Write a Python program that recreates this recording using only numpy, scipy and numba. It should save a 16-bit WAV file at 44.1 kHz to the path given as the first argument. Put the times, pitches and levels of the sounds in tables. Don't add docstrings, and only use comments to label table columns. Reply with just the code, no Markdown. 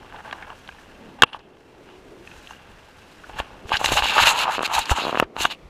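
import sys
import numpy as np
from scipy import signal
from scipy.fft import rfft, irfft
from scipy.io import wavfile
from scipy.ndimage import uniform_filter1d
from numba import njit

SR = 44100
rng = np.random.default_rng(int(sys.argv[2]) if len(sys.argv) > 2 else 0)


def invert_db(x):
    u = np.asarray(x, float) / 20
    return 10 ** u


def unload_wav(signal):
    wavfile.write(
        sys.argv[1],
        SR,
        np.round(np.clip(np.atleast_2d(signal).T, -1, 1) * 32767).astype(np.int16),
    )


N = 250929


def level(x, db):
    return x * invert_db(db) / np.sqrt(np.mean(x ** 2))


def columns(rows):
    s, *rest = np.transpose(rows)
    return [np.interp(np.arange(N) / SR, s, column) for column in rest]


def band(x, lo_hz, hi_hz, order=2):
    return signal.sosfilt(signal.butter(order, [lo_hz, hi_hz], "band", fs=SR, output="sos"), x)


def ring(x, modes, narrow=0.96):
    total = 0
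    for k, (hz, width, db) in enumerate(modes):
        b, a = signal.iirpeak(hz, narrow * hz / width, fs=SR)
        total = total + (-1) ** k * invert_db(db) * signal.lfilter(b, a, x)
    return total


@njit
def moving_band(x, hz, width):
    y, b, l = np.empty(len(x)), 0., 0.
    for i in range(len(x)):
        g, k = np.tan(np.pi * hz[i] / SR), width / hz[i]
        v = (b + g * (x[i] - l)) / (1 + g * (g + k))
        b, l, y[i] = 2 * v - b, l + 2 * g * v, k * v
    return y


def bent(x, modes, hz, narrow=0.84):
    total = 0
    for k, (mode_hz, width, db) in enumerate(modes):
        moved_hz = mode_hz * hz / modes[1][0]
        total = total + (-1) ** k * invert_db(db) * moving_band(x, moved_hz, width / narrow)
    return total


def walk(rate):
    k = int(SR / rate)
    steps = np.repeat(rng.standard_normal(N // k + 1), k)
    return 1.08 * uniform_filter1d(uniform_filter1d(steps, k), k)[:N]


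def dying_tone(u, hz, t60):
    return np.sin(2 * np.pi * hz * u) * np.exp(-np.log(1000) * u / t60)


def touch(start, hold, rise_db_s, fall_db_s):
    u = np.arange(0, N, 8) / SR - start
    slope_db = np.minimum(rise_db_s * u, fall_db_s * (hold - u))
    return invert_db(2 * np.minimum(0, slope_db).clip(-90))


# (pitch_hz, level_db)
AIR_COLOUR = [(290, -35.5), (500, -4.5), (695, -8), (1440, -4.5), (1520, -20), (1730, -11.5), (2030, -7),
              (15200, -37)]


def air():
    hz, db = np.transpose(AIR_COLOUR)
    f = np.arange(N // 2 + 1) * SR / N + 1
    colour = invert_db(np.interp(np.log(f), np.log(hz), db))
    return level(irfft(rfft(rng.standard_normal(N)) * colour, N), -57.5)


# (time_s, level_db)
HUSH_LEVEL = [
    (0, 0),
    (1.22, 0),
    (1.25, -7),
    (1.55, -4),
    (1.9, 0),
    (5.1, 0),
    (5.25, -4),
    (5.5, 1),
    (5.69, 2),
]


def changing_hush():
    return invert_db(columns(HUSH_LEVEL)[0]) * air()


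# (time_s, level_db, hum_pitch_hz, hum_share_db)
BREEZE_GUSTS = [(0.0, -50, 393, -20), (0.75, -55, 330, -12), (1.1, -50, 229.3, 1), (1.5, -51, 387, -3),
                (2.2, -51, 374, 2.5), (2.63, -56, 286.3, -25), (3.17, -53.5, 348.7, -12),
                (4.18, -43.5, 476.5, -9), (4.93, -49.5, 288.2, -2), (5.02, -44, 401.5, -3),
                (5.69, -53, 328.5, -5.5)]


def breeze():
    gust_db, hz, hum_db = columns(BREEZE_GUSTS)
    slow_filter = signal.butter(2, 60, fs=SR, output="sos")
    slow = level(signal.sosfilt(slow_filter, rng.standard_normal((2, N))), 0)
    phase = 2 * np.pi * np.cumsum(hz) / SR
    hum = slow[0] * np.cos(phase) + slow[1] * np.sin(phase)
    flutter = level(band(rng.standard_normal(N), 130, 600), 0)
    waver_db = 1.3 * walk(30)
    return invert_db(gust_db + waver_db) * (invert_db(hum_db) * hum + invert_db(1) * flutter)


# (start_s, pitch_hz, peak_db, t60_s)
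PALM_THUMPS = [
    (3.399, 54, -18.5, 0.057),
    (3.652, 70, -22, 0.037),
    (3.738, 75, -15, 0.029),
    (4.021, 51.4, -20.5, 0.11),
    (4.912, 63, -4, 0.06),
]


def thump(s, hz, db, t60):
    u = np.maximum(np.arange(N) / SR - s, 0)
    return invert_db(db) * dying_tone(u, hz, t60) * (1 - np.exp(-u / 0.0026))


# (time_s, level_db)
RESTING_GRIP = [
    (0.0, -52),
    (1.13, -55),
    (1.56, -59.5),
    (2.51, -53),
    (3.2, -58.5),
    (4.4, -46),
    (5.3, -80),
    (5.69, -49.5),
]
# (start_s, hold_s, level_db)
GRIP_SQUEEZES = [(1.22, 0.016, -47), (1.35, 0.052, -47.5), (3.29, 0.081, -50), (3.34, 0.024, -44),
                 (3.841, 0.032, -36), (3.89, 0.046, -33.5), (3.976, .015, -40), (4.22, 0.017, -36),
                 (4.267, .015, -36), (4.338, 0.018, -47), (4.778, 0.026, -38), (5.068, 0.018, -45),
                 (5.195, 0.037, -41.5), (5.395, 0.068, -44.5), (5.625, 0.04, -50)]


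def grip():
    wobble = level(band(rng.standard_normal(N), 12, 99), 0.085)
    power = invert_db(2 * columns(RESTING_GRIP)[0][::8])
    for s, hold, db in GRIP_SQUEEZES:
        power = power + invert_db(2 * db) * touch(s, hold, rise_db_s=485, fall_db_s=406.5)
    strength = np.interp(np.arange(N), np.arange(0, N, 8), np.sqrt(power))
    unsteady = invert_db(2.2 * walk(22))
    return wobble * strength * unsteady + sum(thump(*row) for row in PALM_THUMPS)


# (start_s, hold_s, pitch_hz, level_db)
EDGE_SHEENS = [(1.26, .11, 9700, -68), (1.39, .075, 2850, -59), (2.27, .2, 6000, -68),
               (3.846, .016, 7000, -34), (4.285, .04, 7300, -33), (4.06, .04, 3900, -35),
               (4.65, .012, 4100, -30), (4.74, .02, 4000, -32), (4.78, .025, 7200, -40),
               (4.897, .022, 7400, -38), (4.96, .025, 7000, -41), (5.01, .045, 3900, -34),
               (5.41, .03, 4100, -34), (5.507, .018, 3900, -35)]


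def sheens():
    out, u = np.zeros(N), np.arange(-2500, 11500) / SR
    slope_db_s, width = 1400, 0.22
    noises = rng.standard_normal((len(EDGE_SHEENS), len(u)))
    for (s, hold, hz, db), noise in zip(EDGE_SHEENS, noises):
        tone = level(band(noise, hz * (1 - width / 2), hz * (1 + width / 2)), db)
        swell = invert_db(np.minimum(0, slope_db_s * np.minimum(u, hold - u)))
        at = int((s + u[0]) * SR)
        out[at:at + len(u)] += (tone * swell)[:N - at]
    return out


# (start_s, pitch_hz, peak_db, t60_s)
GRIT_TICKS = [(0.144, 910, -33, .03), (0.162, 1600, -34, .03), (0.277, 860, -28, .03),
              (0.311, 3300, -32, .02), (0.3275, 2850, -29, .025), (0.393, 1600, -37, .03),
              (0.52, 900, -34, .03), (0.476, 870, -32, .03), (0.502, 2800, -35, .02),
              (0.676, 4500, -40, .012), (0.691, 1620, -29, .03), (0.713, 2500, -36, .015),
              (1.276, 2900, -36, .03), (1.346, 1150, -24, .025), (2.2742, 2580, -28, .016),
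              (2.275, 1800, -35, .02), (2.3146, 2580, -34, .025), (2.4727, 2710, -32, .016),
              (2.5076, 2790, -34, .025), (2.508, 6300, -40, .02), (2.5336, 1570, -36, .03),
              (2.5336, 2800, -38, .03), (2.5655, 2880, -42, .03), (3.7298, 2740, -15, .025),
              (3.8459, 2820, -9, .015), (3.955, 600, -18, .03), (4.6155, 900, -20, .03),
              (5.1997, 2750, -3, .011), (5.227, 1250, -15, .02), (5.4565, 3800, -18, .012)]


def ticks():
    out, u = np.zeros(N), np.arange(2000) / SR
    for s, hz, db, t60 in GRIT_TICKS:
        at = int(s * SR)
        out[at:at + len(u)] += invert_db(db) * dying_tone(u, hz, t60) * (1 - np.exp(-u / .0003))
    return out


# (start_s, pitch_hz, width_hz, peak_db, t60_s)
NAIL_FLICKS = [(3.6925, 3241, 3000, -30, .03), (3.704, 480, 280, -26, 0.019),
               (3.768, 3926, 1389, -14, 0.032), (3.8455, 3300, 2315, -14, .012),
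               (4.627, 4167, 6000, -21, 0.014), (4.676, 4630, 4630, -31, 0.014),
               (4.7915, 7000, 7000, -11.5, .008), (4.8562, 4400, 2778, -19, 0.018),
               (5.2395, 2600, 1500, -33, 0.0084), (3.237, 1450, 231.5, -31.5, 0.046),
               (2.508, 1000, 400, -36, .04), (2.315, 1600, 700, -40, 0.02), (2.472, 1800, 900, -41, 0.02),
               (4.4554, 880, 203, -12.5, 0.034), (0.424, 1840, 500, -28, 0.03),
               (1.605, 4500, 3030, -48, .015), (4.468, 880, 200, -12.5, 0.045),
               (4.478, 880, 200, -13.5, .06), (4.489, 880, 200, -12, 0.052),
               (1.331, 2900, 500, -21.5, 0.064), (1.392, 3600, 1510, -34.5, .02),
               (0.327, 1300, 700, -19, 0.025), (0.501, 900, 400, -31, 0.03), (3.741, 2770, 400, -14, 0.046),
               (3.985, 850, 200, -13.5, 0.074), (4.181, 1100, 600, -7.5, .03),
               (4.189, 1200, 700, -5, 0.034), (4.2343, 2800, 900, -5.5, 0.028),
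               (4.272, 2780, 900, -7.5, 0.035), (4.763, 890, 200, -12.5, 0.13),
               (4.779, 910, 250, -12.5, 0.053), (5.1988, 13000, 6000, -19, 0.005),
               (0.16, 2700, 500, -38, .03), (0.785, 1700, 400, -38.5, 0.036)]


def flicks():
    out, u = np.zeros(N), np.arange(2000) / SR
    noises = rng.standard_normal((len(NAIL_FLICKS), len(u)))
    for (s, hz, width, db, t60), noise in zip(NAIL_FLICKS, noises):
        tone = noise * np.exp(-np.log(1000) * u / t60)
        for _ in range(2):
            tone = moving_band(tone, hz + 0 * u, 1.5 * width)
        at = int(s * SR)
        out[at:at + len(u)] += invert_db(db) * tone / np.abs(tone).max()
    return out


# (time_s, wall_drag_db, hiss_above_drag_db)
CLOTH_DRAG = [(0.0, -52, -13), (0.5, -53.5, -12), (0.58, -56.5, -5.5), (1.15, -57.5, -9.5),
              (1.25, -56.5, -22), (1.47, -60, -10), (2.22, -63.5, -2), (2.28, -57, -2), (2.53, -55.5, -1),
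              (2.6, -55.5, -12), (3.2, -60, -1.5), (3.38, -44, -17), (3.64, -55.5, -11.5), (5.2, -37, -17),
              (5.26, -71, -13)]
# (start_s, hold_s, wall_db, lid_above_wall_db)
FINGER_PRESSES = [(3.392, 0.0075, -29.5, 2), (3.723, 0.0027, -24.5, -20), (3.74, 0.013, -26, 6),
                  (3.8, 0.066, -33.5, -6), (3.848, 0.034, -30, -2), (3.91, 0.025, -25.5, -4),
                  (3.973, 0.019, -18, -4), (4.04, 0.0061, -24.5, -16), (4.06, .05, -34.5, 5),
                  (4.12, 0.044, -27, -1), (4.167, 0.035, -17.5, -8), (4.213, 0.063, -24, 3),
                  (4.266, 0.051, -20.5, -5), (4.332, 0.088, -26, -7), (4.429, 0.011, -22, -10),
                  (4.453, 0.044, -25.5, -9), (4.506, 0.047, -30, 0), (4.63, .028, -32, 0.5),
                  (4.7, 0.038, -29, -10), (4.745, 0.048, -23, -9), (4.88, 0.015, -42.5, 2),
                  (4.915, 0.0077, -18, -9), (4.963, 0.033, -26, -8), (4.998, 0.059, -33.5, -11),
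                  (5.071, 0.025, -29.5, -14), (5.124, 0.055, -37, -7.5), (5.227, 0.0028, -29.5, -2),
                  (5.379, 0.067, -33, -5), (5.445, 0.01, -27, -2.5), (5.506, 0.018, -38, -9)]
# (start_s, hold_s, scratch_db, hiss_above_scratch_db)
SKIN_SLIDES = [(3.39, 0.0048, -33.5, -9.5), (3.682, 0.019, -43.5, -4.5), (3.731, 0.011, -22.5, -15.5),
               (3.759, 0.008, -29.5, -13), (3.795, 0.028, -35.5, -8.5), (3.852, 0.006, -21, -3),
               (3.883, 0.015, -25.5, -7), (3.924, 0.012, -21, -5.5), (3.946, 0.025, -26.5, 0),
               (3.978, 0.013, -18, -10.5), (4.034, 0.19, -23, -12), (4.185, 0.025, -17.5, -16),
               (4.213, 0.008, -21, -4), (4.261, 0.02, -14.5, -8), (4.282, 0.028, -18.5, -6.5),
               (4.325, 0.034, -29, -13.5), (4.373, 0.064, -21.5, -11), (4.512, 0.037, -29.5, -9),
               (4.545, 0.029, -28.5, -15), (4.742, 0.013, -22, -5), (4.772, 0.023, -24, -10),
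               (4.8, 0.032, -29, -11), (4.858, 0.03, -35.5, -16), (4.907, 0.011, -25, -2.5),
               (4.963, 0.048, -27, -13.5), (4.988, 0.07, -29, -16), (5.065, .045, -34, -13),
               (5.106, 0.081, -41, -28), (5.392, .025, -29, -9.5), (5.413, 0.024, -23.5, -7),
               (5.452, 0.015, -31, -10.5), (5.51, 0.012, -29, -14)]
# (start_s, hold_s, scratch_db, hiss_above_scratch_db)
STICKING_SWEEPS = [
    (4.656, 0.0083, -20, -10.5),
    (3.873, 0.0085, -29, -12),
    (5.185, 0.013, -32, -18),
    (4.231, 0.0067, -15, -10),
]
# (start_s, hold_s, wall_db, scratch_above_wall_db)
SLEEVE_RUBS = [
    (0.132, 0.074, -43.5, -9),
    (0.251, 0.049, -40.5, -10),
    (0.32, 0.13, -45.5, -8),
    (0.471, 0.062, -44.5, -10),
    (1.192, 0.017, -46, -5),
    (1.266, 0.038, -45.5, 2.5),
    (1.327, .043, -38, -6.5),
    (1.399, 0.0045, -50, 0),
    (1.87, 0.09, -55, 0.5),
]


def contact():
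    drag_db, fine_db = np.array(columns(CLOTH_DRAG))[:, ::8]
    cloth_db = drag_db + np.array([0 * fine_db, 6 + 0.55 * fine_db, 4.5 + 0.51 * fine_db, fine_db])
    power = invert_db(2 * cloth_db)

    def add(parts_db, s, hold, rise_db_s, fall_db_s):
        return power + invert_db(2 * np.array(parts_db))[:, None] * touch(s, hold, rise_db_s, fall_db_s)

    for s, hold, db, lid_db in FINGER_PRESSES:
        power = add([db, db + lid_db, db - 8, db - 29], s, hold, 907, 815)
    for s, hold, db, hiss_db in SKIN_SLIDES:
        power = add([db - 17, db - 11.5, db, db + hiss_db], s, hold, 800, 806)
    for s, hold, db, hiss_db in STICKING_SWEEPS:
        power = add([db - 17, db - 11.5, db, db + hiss_db], s, hold, 550.5, 5002)
    for s, hold, db, scratch_db in SLEEVE_RUBS:
        power = add([db, db - 2.5, db + scratch_db, db - 22.5], s, hold, 1201.5, 997.5)
    wall_db, *others = np.repeat(10 * np.log10(power), 8, axis=1)[:, :N]
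    return [wall_db] + [db - wall_db for db in others]


def slips(rate, spread_db, smooth):
    when = rng.random(N) < rate / SR
    size = invert_db(spread_db * np.minimum(rng.exponential(size=N), 3)) * rng.standard_normal(N)
    return level(level(when * size, 0) + smooth * rng.standard_normal(N), 0)


# (pitch_hz, width_hz, level_db)
WALL_MODES = [
    (560, 290, -7.5),
    (854, 117, 8.5),
    (1203, 178, 0.5),
]
# (pitch_hz, width_hz, level_db)
LID_MODES = [
    (1350, 260, -5.5),
    (1645, 297, 1.5),
]
# (pitch_hz, width_hz, level_db)
SCRATCH_MODES = [
    (2456, 920, -3.5),
    (2770, 232, 6.5),
    (3410, 440, -3),
]
# (pitch_hz, width_hz, level_db)
EDGE_MODES = [
    (3880, 545, -2),
    (5800, 1200, -18.5),
]
# (pitch_hz, width_hz, level_db)
HISS_MODES = [
    (5410, 1760, -3),
    (6650, 640, 0),
    (7470, 430, -3),
    (10800, 2400, -11.5),
    (13200, 1800, -14),
    (15100, 910, -27),
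]
# (time_s, wall_pitch_hz, scratch_pitch_hz)
SHELL_STIFFNESS = [
    (3.68, 843, 2730),
    (4.044, 852, 2810),
    (4.122, 916, 2753),
    (4.554, 913, 2730),
    (4.57, 871, 2660),
    (4.992, 914, 2820),
    (5.226, 835, 2640),
    (5.356, 920, 2820),
    (5.55, 833, 2840),
]


def strokes():
    drag_db, lid_db, scratch_db, hiss_db = contact()
    wall_hz, scratch_hz = columns(SHELL_STIFFNESS)
    light = np.clip((-38 - drag_db) / 6, 0, 1)
    drag_db = drag_db + 0.4 * walk(90) + 1.64 * walk(300)
    crackle = .5 * light * slips(200, 3, .1)
    coarse = slips(1500, 1.7, 1.78) + crackle
    fine = slips(4000, 2.5, 1.0)

    wall = level(band(bent(coarse, WALL_MODES, wall_hz), 200, 1700), -0.23) * invert_db(1.3 * walk(120))
    lid = level(band(ring(coarse, LID_MODES), 690, 2500), -3.5) * invert_db(lid_db + 1.2 * walk(60))
    mid = level(band(bent(coarse + fine, SCRATCH_MODES, scratch_hz), 1990, 3470), -2.82)
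    mid = mid * invert_db(scratch_db + 1.4 * walk(60))
    edge_db = 0.96 * scratch_db + 0.28 * (hiss_db + 7.0) - 3 * light
    edge = level(band(ring(fine, EDGE_MODES), 3690, 6930), -7.0) * invert_db(edge_db + walk(30))

    shell = level(band(ring(fine, HISS_MODES), 3300, 17300), -1.02)
    cloth = level(band(rng.standard_normal(N), 3900, 7700, order=1), -0.61)
    far = np.clip((-52 - drag_db - hiss_db) / 8, 0, 1)
    hiss = np.sqrt(1 - far) * shell + np.sqrt(far) * cloth
    top = hiss * invert_db(hiss_db + 1.4 * walk(60))
    return invert_db(drag_db) * (wall + lid + mid + edge + top)


# (pitch_hz, width_hz, level_db)
BELLY_MODE = [
    (282, 180, -1),
]
# (start_s, peak_db, push_pitch_hz,
# tick_above_push_db, ring_share_db)
CRACKLES_AND_POPS = [(0.045, -34, 620, -21, -1), (0.123, -29, 1200, -16, 6), (0.161, -34, 890, -7, 2),
                     (0.31, -22, 1640, -16, -5), (0.327, -22, 1430, -17, 12), (0.422, -31, 850, -8, 5),
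                     (0.501, -29.5, 880, -8, 8), (0.675, -40.5, 900, 6.5, 6), (0.688, -33, 1640, -1, 21),
                     (1.274, -31, 1000, -13, 4), (1.329, -26, 1110, -6, 5), (1.344, -20.5, 930, -20, 14),
                     (1.39, -36, 826, 0, 6), (2.273, -40, 2400, -1, -5), (2.313, -50, 479, -5, -7),
                     (2.471, -41, 1350, 0, -20), (2.507, -39.5, 1010, -3, 20.5), (3.236, -48, 1470, -26, 8),
                     (3.293, -27.5, 637, -14, 4), (3.655, -30, 760, -22, 3), (1.289, -31, 1090, -13, 2.5),
                     (1.888, -35, 1290, -5, 0), (5.5, -25, 940, -9.5, -4), (5.546, -47, 450, 5, -5),
                     (3.399, -14, 796, -9, 8), (3.692, -20, 1290, -12, -14), (3.716, -15, 820, -16, 13.5),
             (3.767, -20.5, 886, 3, -6), (3.811, -15, 710, -21, 10.5), (3.842, -13.5, 930, -2, 14.5),
             (3.858, -1, 3260, -9, -9), (3.887, -13.5, 1020, -12, 8.5), (3.918, -7.5, 640, -9, 0),
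             (4.021, -14.5, 1264, -5, 16), (4.054, -19.5, 888, -17, 15.5), (4.166, -20, 910, -13, 21),
             (4.179, -13, 1050, -17, 17.5), (4.232, -14, 1100, -6, 13), (4.27, -10.5, 1230, -6, 12.5),
             (4.63, -8, 950, -10, -5), (4.675, -17.5, 928, -15, 1), (4.789, -16, 1105, -16, -7.5),
             (4.894, -8.5, 1680, -13, 6), (4.915, -6, 1010, -11, -21), (5.1975, 3, 1100, -16, -18),
             (5.2236, -4, 560, -30, 3), (5.364, -13, 940, -13.5, -16), (5.405, -19.5, 495, -14.5, -1)]
# (start_s, peak_db,
# push_pitch_hz, tick_above_push_db)
JOINT_CREAKS = [(4.58, -9, 845, -25), (4.5906, -7.5, 900, -12.5), (4.6057, -10, 905, -17),
                (4.6135, -17, 810, -13), (4.855, -32, 1500, -8), (4.983, -12, 900, -20),
                (5.019, -17, 650, -22), (5.037, -15, 760, -20), (5.05, -10, 740, -27),
                (5.067, -10, 780, -22), (5.0795, -10.5, 720, -25), (5.0925, -11, 740, -25),
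                (5.126, -9.5, 740, -25), (5.145, -8, 800, -22), (5.1532, -8, 1090, -20),
                (5.172, -5.5, 895, -15), (5.198, -5, 5600, -21), (5.241, -34, 1100, -20)]


def pops():
    direct, rung, tick_drive, snaps = np.zeros((4, N))
    u = np.arange(500) / SR
    creaks = [row + (-5,) for row in JOINT_CREAKS]
    rows = CRACKLES_AND_POPS + creaks
    signs = rng.choice([-1, 1], (len(rows), len(u)))
    for (s, db, hz, tick_db, ring_db), sign in zip(rows, signs):
        snap_db = -11 + 0.9 * tick_db - 4 * (db < -20)
        at = slice(int(s * SR), int(s * SR) + len(u))
        cycles = hz * (u - .0013) - .7
        push = invert_db(db) * np.cos(2 * np.pi * cycles - 1.1) * np.exp(-(cycles / 0.38) ** 2)
        direct[at] += push
        rung[at] += invert_db(ring_db) * push
        burst = sign * np.exp(-((u - .002) / 0.00046) ** 2)
        tick_drive[at] += invert_db(db + tick_db) * burst
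        snaps[at] += invert_db(db + snap_db) * burst
    tick = invert_db(15.5) * band(ring(tick_drive, SCRATCH_MODES, 0.43), 1250, 3300)
    edge_tick = invert_db(6.0) * band(ring(tick_drive, EDGE_MODES), 2100, 4600)
    snap = invert_db(2.5) * band(snaps, 4000, 7000)
    body = .5 * ring(rung, WALL_MODES + LID_MODES) + invert_db(-3.0) * ring(direct, BELLY_MODE)
    return band(direct, 79, 15000, order=1) + body + tick + edge_tick + snap


# (start_s, rattle_s, wall_db, scratch_db, thud_db)
HARD_KNOCKS = [
    (1.221, 0.0042, -24.5, -9, -17),
    (1.2341, 0.0025, -23, -10, -24),
    (1.238, 0.0046, -23.5, -20.5, -26.5),
    (5.2005, 0.0035, -18, -24, -21),
    (5.4509, 0.0022, -11, -11, -21.5),
    (5.454, 0.002, -14, -19, -30),
    (5.455, 0.001, -28, -18, -26),
]


def knocks():
    drive = np.zeros((3, N))
    u = np.arange(1200) / SR
    signs = rng.choice([-1, 1], (len(HARD_KNOCKS), len(u)))
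    for (s, length, *group_db), sign in zip(HARD_KNOCKS, signs):
        at = int(s * SR)
        rattle = np.exp(-(u / length) ** 2) * sign
        drive[:, at:at + len(u)] += invert_db(group_db)[:, None] * rattle
    wall, scratch, thud = drive
    low = invert_db(12.5) * ring(wall, WALL_MODES[1:], 0.39)
    lid = invert_db(7.5) * band(ring(invert_db(5.5) * scratch, LID_MODES, 0.47), 720, 2100)
    bright = invert_db(14.0) * band(ring(scratch, SCRATCH_MODES), 1900, 4300)
    edge = invert_db(-11.0) * band(ring(scratch, EDGE_MODES), 2700, 4600)
    top = invert_db(-19.5) * ring(scratch, HISS_MODES)
    return low + lid + bright + edge + top + invert_db(16.5) * band(thud, 99, 740)


# (pitch_hz, peak_db, t60_s)
FIRST_BLOW_MODES = [
    (845, -8, .08),
    (1566, 4, 0.059),
    (2820, -9, .05),
    (3300, 0, .06),
    (3640, -5, .06),
]
# (pitch_hz, peak_db, t60_s)
SECOND_BLOW_MODES = [
    (495, -13, 0.059),
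    (867, -11.5, .06),
    (1120, 4.5, 0.015),
    (1330, -11, .04),
    (1650, -14, 0.044),
    (2730, -6, 0.025),
    (3240, -10.5, .03),
]
# (start_s, free_ring_s, left_over_db)
DOUBLE_KNOCK = [
    (1.2212, 0.0054, -24),
    (1.234, 0.008, -8),
]


def blows():
    out, u = np.zeros(N), np.arange(4000) / SR
    for (s, free, left_db), modes in zip(DOUBLE_KNOCK, [FIRST_BLOW_MODES, SECOND_BLOW_MODES]):
        smother = invert_db(left_db * np.tanh((u / free) ** 4)) * (1 - np.exp(-u / 0.00028))
        tones = sum(invert_db(db) * dying_tone(u, hz, t60) for hz, db, t60 in modes)
        at = int(s * SR)
        out[at:at + len(u)] += smother * tones
    return out


def scene():
    background = changing_hush() + breeze() + grip()
    small_touches = sheens() + ticks() + flicks()
    handling = strokes() + pops() + knocks() + blows()
    return (background + small_touches + handling)[None]


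def duck(x):
    duck_db, delay_s, release_s = -7, 0.018, 0.25
    full_s = 0.00089
    keep = np.exp(-1 / (release_s * SR))
    memory = signal.lfilter([1 / (full_s * SR)], [1, -keep], np.abs(x) > 1)
    late = np.roll(np.tanh(memory), int(delay_s * SR), axis=-1)
    return x * invert_db(duck_db * late)


def band_limit(x):
    return signal.sosfilt(signal.butter(12, 16400, fs=SR, output="sos"), x)


def record(dry):
    top_cut = signal.ellip(10, .2, 70, 15250, fs=SR, output="sos")
    cut = signal.sosfilt(top_cut, dry)
    mix = np.clip(duck(cut), -1, 1)
    return band_limit(mix)


dry = scene()
out = record(dry)
unload_wav(out)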